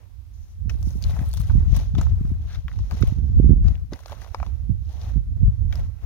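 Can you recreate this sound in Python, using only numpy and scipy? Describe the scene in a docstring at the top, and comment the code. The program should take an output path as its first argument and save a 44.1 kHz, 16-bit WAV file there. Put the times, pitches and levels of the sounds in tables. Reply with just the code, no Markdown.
"""Slow steps crunch and scuff over dry stony ground while wind buffets a phone held on a pole.
Under each sole pebbles knock, grit crackles and sand hisses; single stones crack and clink.
Rubber drags over packed earth, and one heel lands hard. The steps reach both microphone ports.
Wind rumbles, flutters and slaps at each port separately, over a faint hiss."""
import sys
import numpy as np
from scipy import signal
from scipy.fft import rfft, irfft, next_fast_len
from scipy.io import wavfile
from scipy.ndimage import uniform_filter1d, minimum_filter1d

SR = 44100
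rng = np.random.default_rng(int(sys.argv[2]) if len(sys.argv) > 2 else 0)


def dump(signal):
    """Clip the signal to [-1, 1] and save it as 16-bit WAV at the path in sys.argv[1]."""
    limited = np.clip(np.atleast_2d(signal).T, -1, 1)
    pcm = np.round(limited * 32767).astype(np.int16)
    wavfile.write(sys.argv[1], SR, pcm)


N = 266849

# spectrum of sand and of crack ticks: (frequency [Hz], relative level [dB])
SAND_SPECTRUM = [(5500, -36), (8000, 7.5), (10000, 1), (13000, 1.5), (16000, -3), (20000, 9)]


def ground_crunch():
    """Pebbles knock, grit crackles, sand hisses; returns a common part and a scattered part per port."""
    # impact spectra: (frequency [Hz], relative level [dB])
    pebble_spectrum = [(250, -21), (480, -4.5), (700, -1.5), (950, -3.5), (1300, -8), (1800, -7),
                       (2600, -11), (4000, -24.5)]
    grit_spectrum = [(1200, -17), (2200, -1), (3200, 4), (3900, 5), (5000, -5.5), (6000, 0), (7500, -12),
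                     (9500, -61.5)]
    # loose pebbles, then grit: (lowest [Hz], highest [Hz], taps per stone [1/s], t60 [s], share [dB])
    loose_stones = [(633, 2000, 70, 0.048, -1.5), (2480, 6100, 140, 0.0063, -2.5)]
    coarse = grains(rate_per_s=700, spread_db=3.3, decay_s=0.0025)
    fine = grains(rate_per_s=1100, spread_db=2.7, decay_s=0.0018)
    gains = tread_gains()
    layers = list(zip(gains, (coarse, fine, fine), (pebble_spectrum, grit_spectrum, SAND_SPECTRUM)))

    def crunch():
        return sum(gain * unit_rms(colour(impacts * rng.standard_normal(N), spectrum))
                   for gain, impacts, spectrum in layers)

    common, scattered = crunch(), [crunch(), crunch()]
    for side in scattered:
        side += sum(gain * ringing_stones(*row) for gain, row in zip(gains, loose_stones))
    return common, scattered


def tread_gains():
    """Gains of pebbles, grit and sand as each tread lands, holds and lifts off."""
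    # (full weight at [s], landing [s], hold [s], pebbles [dB], grit [dB], sand [dB])
    treads = [(0, .05, 0.0076, -63.5, -87, -94), (.38, 0.3, 0.14, -76, -78, -73),
              (0.7, 0.033, 0.0078, -56, -61, -58), (.87, 0.27, 0.076, -61, -65.5, -54),
              (1.029, 0.079, 0.089, -53.5, -56.5, -53), (1.14, 0.17, 0.1, -51.5, -71, -59),
              (1.26, 0.12, 0.015, -72, -59.5, -50.5), (1.36, 0.12, 0.13, -58, -59.5, -57),
              (1.58, 0.37, 0.037, -54, -66.5, -66), (1.755, 0.13, 0.0055, -45, -49.5, -51),
              (1.989, 0.08, 0.036, -49.5, -57, -59), (2.198, 0.26, 0.12, -60.5, -72, -65),
              (2.528, 0.33, 0.0072, -55, -59.5, -63), (2.69, 0.059, 0.31, -63, -65.5, -67),
              (2.919, 0.06, 0.17, -51.5, -58, -61), (3.3, 0.69, 0.18, -65.5, -71.5, -85),
              (3.669, 0.1, 0.012, -52.5, -64.5, -78.5), (3.927, 0.035, 0.0073, -52, -62.5, -61),
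              (3.995, .02, 0.018, -76, -66.5, -60), (4.064, .02, 0.0091, -56.5, -71, -55),
              (4.109, 0.056, 0.016, -51, -60, -75), (4.219, 0.11, 0.0077, -53.5, -60, -58),
              (4.36, 0.25, 0.11, -56.5, -68, -66.5), (4.55, 0.098, 0.094, -70, -75, -77),
              (4.9, 0.26, 0.069, -66, -64.5, -65), (5.03, 0.18, 0.032, -52.5, -59, -61),
              (5.38, 0.13, 0.25, -69, -78.5, -88), (5.735, 0.1, 0.054, -52, -62, -64.5),
              (6.04, 0.16, .02, -54, -70, -83)]
    landing_rise_db, lift_db_per_s = 32.5, 125
    t, power = np.arange(0, N / SR + .002, .001), 0
    for at_s, landing_s, hold_s, *levels_db in treads:
        landing_db = landing_rise_db * np.maximum(at_s - t, 0) / landing_s
        lift_db = lift_db_per_s * np.maximum(t - at_s - hold_s, 0)
        power = power + np.outer(undb(levels_db) ** 2, undb(-landing_db - lift_db) ** 2)
    return [np.interp(np.arange(N) / SR, t, np.sqrt(layer)) for layer in power]


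def ringing_stones(low_hz, high_hz, taps_per_s, t60_s, share_db, count=6):
    """Loose stones of different sizes, tapped at random, each ring briefly at their own pitch."""
    out, pole = 0, 1000. ** (-1 / (t60_s * SR))
    for hz in low_hz * (high_hz / low_hz) ** ((np.arange(count) + rng.random(count)) / count):
        taps = np.zeros(N)
        position, draw = rng.random((2, int(taps_per_s * N / SR)))
        taps[(position * N).astype(int)] = -np.log(draw + .02)
        resonator = [1, -2 * pole * np.cos(2 * np.pi * hz / SR), pole ** 2]
        out = out + unit_rms(signal.lfilter([1, 0, -1], resonator, taps))
    return undb(share_db) * unit_rms(out)


def stone_cracks():
    """Each break is a burst of tiny impacts: a low knock, a clink and a high tick, in stereo."""
    # (time [s], knock [dB], knock [Hz], clink [dB], clink [Hz], tick [dB], crumbling [s])
    cracks = [(0.695, -29.5, 1920, -33.5, 5600, -36, 0.032),
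              (0.827, -47.5, 950, -41.5, 5960, -30.5, 0.0083), (0.8845, -65, 1000, -48, 4600, -46, 0.0087),
              (0.905, -50, 710, -40, 6300, -58, 0.005), (1.024, -54, 802, -32, 4800, -31, 0.0072),
              (1.039, -71, 888, -27, 4280, -47, 0.01), (1.095, -38.5, 910, -40, 3850, -57, 0.0037),
              (1.19, -36, 1380, -43, 6200, -60, .015), (1.165, -37, 900, -48, 6330, -57.5, 0.024),
              (1.288, -54, 802, -55, 3570, -29.5, 0.014), (1.313, -63, 1240, -43, 4440, -36, 0.011),
              (1.33, -55, 1500, -36, 4500, -42, 0.0071), (1.337, -41, 910, -35.5, 3650, -22.5, 0.017),
              (1.347, -47, 1490, -39, 3580, -29, .008), (1.371, -42, 1050, -34.5, 4350, -28, 0.047),
              (1.3985, -59, 1210, -40.5, 4500, -29, .007), (1.403, -41.5, 960, -40, 4340, -33, 0.0086),
              (1.408, -44, 1300, -49, 4000, -30, 0.0066), (1.414, -51, 1200, -40, 4300, -30, .01),
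              (1.497, -33.5, 930, -69, 3290, -64.5, 0.057), (1.764, -35.5, 1060, -33, 3940, -24, 0.044),
              (1.95, -34, 1010, -35.5, 3660, -61, 0.022), (1.981, -34.5, 830, -35.5, 3900, -37.5, 0.073),
              (2.012, -26, 940, -34, 7300, -64, 0.021), (2.067, -38, 1050, -64, 3560, -63, 0.016),
              (2.251, -43.5, 1290, -50, 4500, -70, 0.017), (2.546, -41.5, 1750, -39.5, 3600, -68, 0.041),
              (2.556, -36.5, 1620, -40, 3860, -68, 0.02), (2.681, -26, 1430, -33, 2780, -54, 0.0077),
              (2.715, -36.5, 1500, -62, 3470, -74, 0.0034), (2.737, -49, 1010, -47, 2980, -70, .008),
              (2.789, -41, 1050, -39.5, 5600, -66, 0.0083), (2.91, -30.5, 960, -36.5, 4700, -33.5, 0.0054),
              (3.009, -57, 840, -65, 6430, -32.5, 0.029), (3.024, -23, 1700, -27.5, 3700, -61, 0.02),
              (3.074, -50, 1290, -35, 3200, -34, 0.0083), (3.642, -66, 1220, -49.5, 5200, -70, 0.0087),
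              (3.682, -44, 1000, -37, 4600, -61, 0.015), (3.7533, -41.5, 2190, -56, 2970, -72, 0.018),
              (3.933, -33, 1380, -34, 5140, -60, 0.02), (3.99, -40, 1310, -43.5, 3380, -40, 0.016),
              (4.004, -46.5, 900, -50, 5000, -59, .012), (4.034, -43, 1500, -50, 5500, -58, .008),
              (4.058, -35.5, 810, -37.5, 4150, -62, 0.019), (4.081, -40, 1500, -43.5, 5900, -65, 0.016),
              (4.096, -39.5, 826, -44, 5570, -60, 0.012), (4.12, -32, 768, -38, 3250, -59, 0.02),
              (4.127, -31.5, 800, -45, 4450, -60, .012), (4.245, -38, 920, -44, 3800, -64, 0.014),
              (4.262, -43, 850, -58, 4000, -66, 0.0099), (4.217, -36.5, 1120, -49.5, 6470, -64, 0.032),
              (4.3453, -19.5, 920, -31, 5280, -49, 0.016), (4.4, -30.5, 900, -45, 4200, -62, 0.0089),
              (4.428, -24.5, 920, -45.5, 5330, -59, 0.011), (4.463, -40, 850, -44, 3580, -58, 0.023),
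              (5.014, -51.5, 867, -40.5, 4170, -73, 0.024), (5.725, -28.5, 1750, -30, 3190, -56, 0.024),
              (5.7547, -40.5, 800, -37.5, 5600, -31.5, 0.0087)]
    # stone resonances: (multiple of knock or clink pitch, relative level [dB])
    knock_shape = [(.3, -34.5), (.55, -15), (.78, 0.5), (1.04, -1.5), (1.36, 0), (1.65, -6), (2.0, -13.5),
                   (2.6, -15.5), (3.3, -32.5), (8, -68)]
    clink_shape = [(.25, -29), (.55, -8), (0.92, -3.5), (1.001, 3), (1.08, -7), (1.6, -12), (2.3, -25.5)]
    length = 4096
    out, t = np.zeros((2, N + length)), np.arange(length) / SR
    bursts = rng.standard_normal((len(cracks), 2, length))
    bursts[:, :, 48] += 9.0  # one firm leading blow
    lags = rng.integers(-3, 4, len(cracks))  # samples, from each stone's bearing
    crumbs = .09 * np.minimum(t / .004, 1) * 1000. ** (-t / .07)  # trickle after the break
    for crack, (burst, other), lag in zip(cracks, bursts, lags):
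        at_s, knock_db, knock_hz, clink_db, clink_hz, tick_db, crumble_s = crack
        fade = np.minimum(t / 0.0017, 1) * 1000. ** (-t / np.clip(crumble_s, .004, .09))
        knock = [(knock_hz * ratio, db) for ratio, db in knock_shape]
        clink = [(clink_hz * ratio, db) for ratio, db in clink_shape]
        start = int(at_s * SR)
        # short waves bend round the phone unevenly: less coherence in the treble
        parts = (knock_db, knock, .95, 1), (clink_db, clink, .7, 1.3), (tick_db, SAND_SPECTRUM, .55, 1.6)
        for db, spectrum, coherence, steepness in parts:
            far = coherence * np.roll(burst, lag) + np.sqrt(1 - coherence ** 2) * other
            envelope = fade ** steepness + crumbs / steepness
            pair = np.array([colour(side * envelope, spectrum) for side in (burst, far)])
            out[:, start:start + length] += undb(db) * pair / np.abs(pair).max(axis=1, keepdims=True)
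    return out[:, :N]


def sole_scuffs():
    """Rubber drags over packed earth in uneven slips and hums in the hollow under the arch."""
    # (start [s], end [s], level [dB], hollow resonance [Hz])
    scuffs = [(.31, .59, -75.5, 6040), (.83, 1.003, -64, 5730), (1.12, 1.285, -55, 764),
              (2.463, 2.59, -54.5, 1680), (3.988, 4.29, -63, 1450), (4.86, 5.134, -58.5, 773)]
    t, out = np.arange(N) / SR, np.zeros(N)
    slips = grains(rate_per_s=260, spread_db=5.5, decay_s=0.017)
    for start_s, end_s, db, hz in scuffs:
        span = slice(int(start_s * SR), int(end_s * SR))
        contact = np.clip(np.minimum((t[span] - start_s) / 0.046, (end_s - t[span]) / 0.045), 0, 1)
        hollow = [(hz / 3, -40), (hz / 1.5, -10), (hz, 0), (hz * 1.3, -9), (hz * 1.9, -17),
                  (hz * 2.5, -11), (hz * 3.2, -26), (hz * 6, -60)]
        friction = slips * rng.standard_normal(N)
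        out[span] += undb(db) * contact * unit_rms(colour(friction[span], hollow))
    return out


def heel_thud():
    """One heel lands hard: a short, dull noise burst."""
    at_s, level_db, hz, t60_s = 3.921, -35, 260, .05
    t = np.arange(N) / SR
    decay = (t > at_s) * 1000. ** (-np.maximum(t - at_s, 0) / t60_s)
    thud = colour(rng.standard_normal(N) * decay, [(hz / 3, -25), (hz, 0), (hz * 3, -8), (hz * 20, -55)])
    return undb(level_db) * thud / np.abs(thud).max()


def wind_buffeting(port):
    """Eddies roll over one port and flutter on their crests."""
    # (frequency [Hz], relative level [dB])
    eddy_spectrum = [(15, -38), (30, -12.5), (50, 3), (70, 4), (98, -1), (130, -15), (250, -39),
                     (400, -87.5)]
    flutter_spectrum = [(60, -18), (120, 1.5), (170, 0.5), (250, -10), (350, -19), (500, -32), (800, -51),
                        (1500, -84)]
    eddy_gain, flutter_gain = wind_gains(port)
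    eddies = steady(colour(rng.standard_normal(N), eddy_spectrum), span_s=0.089)
    crests = np.exp(1.28 * eddies)
    flutter = steady(colour(crests * rng.standard_normal(N), flutter_spectrum), span_s=0.056)
    return eddy_gain * eddies + flutter_gain * flutter


def wind_gains(port):
    """Eddy and flutter gains at one port: breeze and gusts add in power."""
    # (time [s], left [dB], right [dB])
    breeze = [(0, -61, -40), (.3, -46, -42.5), (.56, -37.5, -43), (.66, -43, -19.5), (1.0, -39, -24),
              (1.1, -19.5, -25.5), (1.45, -24.5, -28), (1.9, -24.5, -21.5), (2.3, -21, -21.5),
              (2.62, -32.5, -35), (3.15, -30.5, -19.5), (3.55, -21.5, -11), (3.72, -16, -24),
              (3.9, -45, -40), (4.35, -54, -36.5), (4.5, -36, -28), (4.8, -30, -23), (4.95, -37, -27.5),
              (5.3, -26, -22.5), (5.6, -29.5, -22), (5.85, -22.5, -21.5), (5.97, -54, -30.5),
              (6.05, -21.5, -42)]
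    # left list, right list: (time [s], level [dB], width [s], flutter re eddies [dB])
    gusts = ([(.83, -26.5, 0.12, -22), (1.08, -16.5, 0.023, -19), (1.41, -22, 0.065, -28),
             (1.58, -17, 0.028, -13.5), (1.72, -10.5, 0.052, -15), (1.985, -15, 0.027, -6),
             (2.13, -10.5, 0.016, -31.5), (2.45, -29.5, 0.023, -17), (2.58, -17.5, 0.012, -22),
             (2.82, -17.5, 0.018, -25), (2.93, -19, 0.016, -6.5), (3.08, -14, 0.02, -26),
             (3.38, -15.5, 0.07, -21), (3.66, -10, 0.04, -18), (3.84, -16.5, 0.013, -18),
             (4.41, -31, 0.028, -14), (5.06, -28.5, 0.045, -16), (5.47, -7.5, 0.019, -21.5)],
             [(.2, -33, 0.039, -28), (.38, -32.5, 0.062, -25), (.645, -21, 0.039, -39),
             (.865, -18.5, 0.014, -27), (1.05, -20, 0.04, -14.5), (1.29, -19.5, 0.0098, -33),
             (1.56, -10, 0.059, -19), (1.78, -15.5, 0.014, -20), (2.07, -12, 0.02, -39),
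             (2.66, -22.5, 0.011, -13), (2.8, -21.5, 0.05, -13.5), (3.028, -8.5, 0.012, -12.5),
             (3.21, -21, 0.036, -7), (3.39, -9, 0.017, -11.5), (3.49, -7, 0.049, -8.5),
             (3.92, -27, 0.022, -16.5), (4.16, -31.5, 0.058, -16.5), (4.315, -22.5, 0.0077, -28),
             (4.41, -22, 0.016, -15), (4.48, -15.5, 0.013, -17), (4.55, -23.5, 0.07, -31),
             (4.712, -8.5, 0.019, -27.5), (5.16, -13, 0.028, -18.5), (5.43, -15, 0.039, -14.5),
             (5.65, -15, 0.042, -27)])
    t = np.arange(N) / SR
    coarse_t = t[::32]
    times_s, *levels_db = np.transpose(breeze)
    breeze_db = np.interp(coarse_t, times_s, levels_db[port])
    eddy_power = undb(breeze_db) ** 2
    flutter_power = eddy_power * undb(-21 + 0.54 * (breeze_db + 27)) ** 2  # stronger breeze flutters more
    for at_s, db, width_s, flutter_db in gusts[port]:
        swell = undb(db) ** 2 * np.exp(-((coarse_t - at_s) / width_s) ** 2)
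        eddy_power += swell
        flutter_power += swell * undb(flutter_db) ** 2
    return [np.interp(t, coarse_t, np.sqrt(power)) for power in (eddy_power, flutter_power)]


def wind_puffs(port):
    """Single puffs slap the membrane; its vent lets slow pressure out, so each slap swings back."""
    # left list, right list: (time [s], peak before the vent [dB], width [s])
    puffs = ([(.88, -18.5, 0.0021), (.955, -25, 0.00055), (1.137, -16, 0.0016), (1.214, -13.5, 0.0012),
             (1.399, -12.5, 0.0016), (1.58, -7, 0.0016), (1.985, -10.5, 0.00087), (2.21, -14, 0.001),
             (2.25, -14.5, 0.0011), (2.317, -14, 0.001), (3.49, -15, 0.0014), (3.651, -10, 0.0014),
             (5.481, -8.5, 0.0015)], [(.659, -21, 0.0012), (.872, -16.5, 0.00096), (.96, -21.5, 0.0011),
             (1.19, -19, 0.0011), (1.553, -8.5, 0.001), (1.77, -16.5, 0.0011), (1.939, -11, 0.0014),
             (3.011, -15, 0.0011), (3.034, -8, 0.00054), (3.123, -13, 0.001), (3.399, -2.5, 0.00056),
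             (3.451, -7.5, 0.0048), (3.494, -3, 0.00079), (3.506, -1, 0.00076), (3.526, -4, 0.0021),
             (4.696, -10, 0.0011), (5.16, -13.5, 0.00098), (5.176, -12.5, 0.0013), (5.43, -5, 0.0015)])
    # (frequency [Hz], gain [dB])
    vent_response = [(12, -24), (50, -19), (110, 9.5), (480, 1.5), (750, -12.5), (1500, -48)]
    t, slaps = np.arange(N) / SR, np.zeros(N)
    signs = rng.choice([-1., 1.], len(puffs[port]))
    for (at_s, db, width_s), sign in zip(puffs[port], signs):
        span = slice(int((at_s - 8 * width_s) * SR), int((at_s + 8 * width_s) * SR))
        slaps[span] += sign * undb(db) * np.exp(-((t[span] - at_s) / width_s) ** 2 / 2)
    return colour(slaps, vent_response)


def hiss(rms_db=-63.5):
    """Faint steady noise at one port."""
    # (frequency [Hz], relative level [dB])
    spectrum = [(260, 3.5), (450, -7), (523, -8), (1180, -9.5), (1310, -11.5), (6000, -16),
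                (7640, -21.5), (15000, -18), (16500, -30)]
    return undb(rms_db) * unit_rms(colour(rng.standard_normal(N), spectrum))


def grains(rate_per_s, spread_db, decay_s):
    """Envelope of random impacts, few large and many small, each crumbling away."""
    hits = rng.random(N) < rate_per_s / SR
    power = hits * undb(2 * spread_db * np.minimum(rng.exponential(size=N), 4.5))
    return np.sqrt(signal.lfilter([1], [1, -np.exp(-1 / (decay_s * SR))], power))


def colour(x, points, lag_s=0.):
    """Minimum-phase filter through (frequency [Hz], gain [dB]) points, plus a delay."""
    size = next_fast_len(len(x) + min(len(x), SR // 2))
    size += size % 2
    hz = np.arange(size // 2 + 1) * SR / size
    points_hz, points_db = np.transpose(points)
    log_gain = np.interp(np.log(hz + 1), np.log(points_hz), points_db) * np.log(10) / 20
    cepstrum = irfft(log_gain, size)
    cepstrum[1:size // 2] *= 2  # fold onto positive time
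    cepstrum[size // 2 + 1:] = 0
    response = np.exp(rfft(cepstrum) - 2j * np.pi * hz * lag_s)
    return irfft(rfft(x, size) * response, size)[:len(x)]


def steady(x, span_s):
    """Divides out swells slower than span_s."""
    span = int(span_s * SR)
    power = uniform_filter1d(uniform_filter1d(x ** 2, span), span)
    return x / np.sqrt(power + 1e-9)


def undb(db):
    """Decibels to gain."""
    return 10 ** (np.asarray(db) / 20)


def unit_rms(x):
    """Scales to rms 1."""
    return x / np.sqrt(np.mean(x ** 2))


def scene():
    """Ground sounds reach both ports, the right one delayed; each port has its own wind and hiss."""
    # (frequency [Hz], left gain [dB], right gain [dB])
    port_responses = [(275.4, 16, 12), (770, 4, 1.5), (1840, 1, -3.5), (4070, 6, 0), (6760, 12, -1.5),
                      (7660, -11, -4), (9240, 2, 0.5), (14930, 4, -4.5)]
    right_lag_s = 7.5e-5
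    hz, *gains_db = np.transpose(port_responses)
    common, scattered = ground_crunch()
    accents = stone_cracks() + sole_scuffs() + heel_thud()
    out = []
    for port in range(2):
        steps = 0.46 * common + 0.6 * scattered[port] + accents[port]
        steps = colour(steps, list(zip(hz, gains_db[port])), port * right_lag_s)
        out.append(steps + hiss() + wind_buffeting(port) + wind_puffs(port))
    return np.array(out)


def record(dry):
    """A limiter turns the loudest gusts down smoothly; the phone cuts the top."""
    span, cutoff_hz = int(.012 * SR), 16300
    gain = minimum_filter1d(np.minimum(1, 1 / (np.abs(dry) + 1e-9)), 2 * span)
    gain = uniform_filter1d(uniform_filter1d(gain, span), span)
    lowpass = signal.ellip(10, .2, 70, cutoff_hz, fs=SR, output="sos")
    return signal.sosfilt(lowpass, gain * dry)


dry = scene()
out = record(dry)
dump(out)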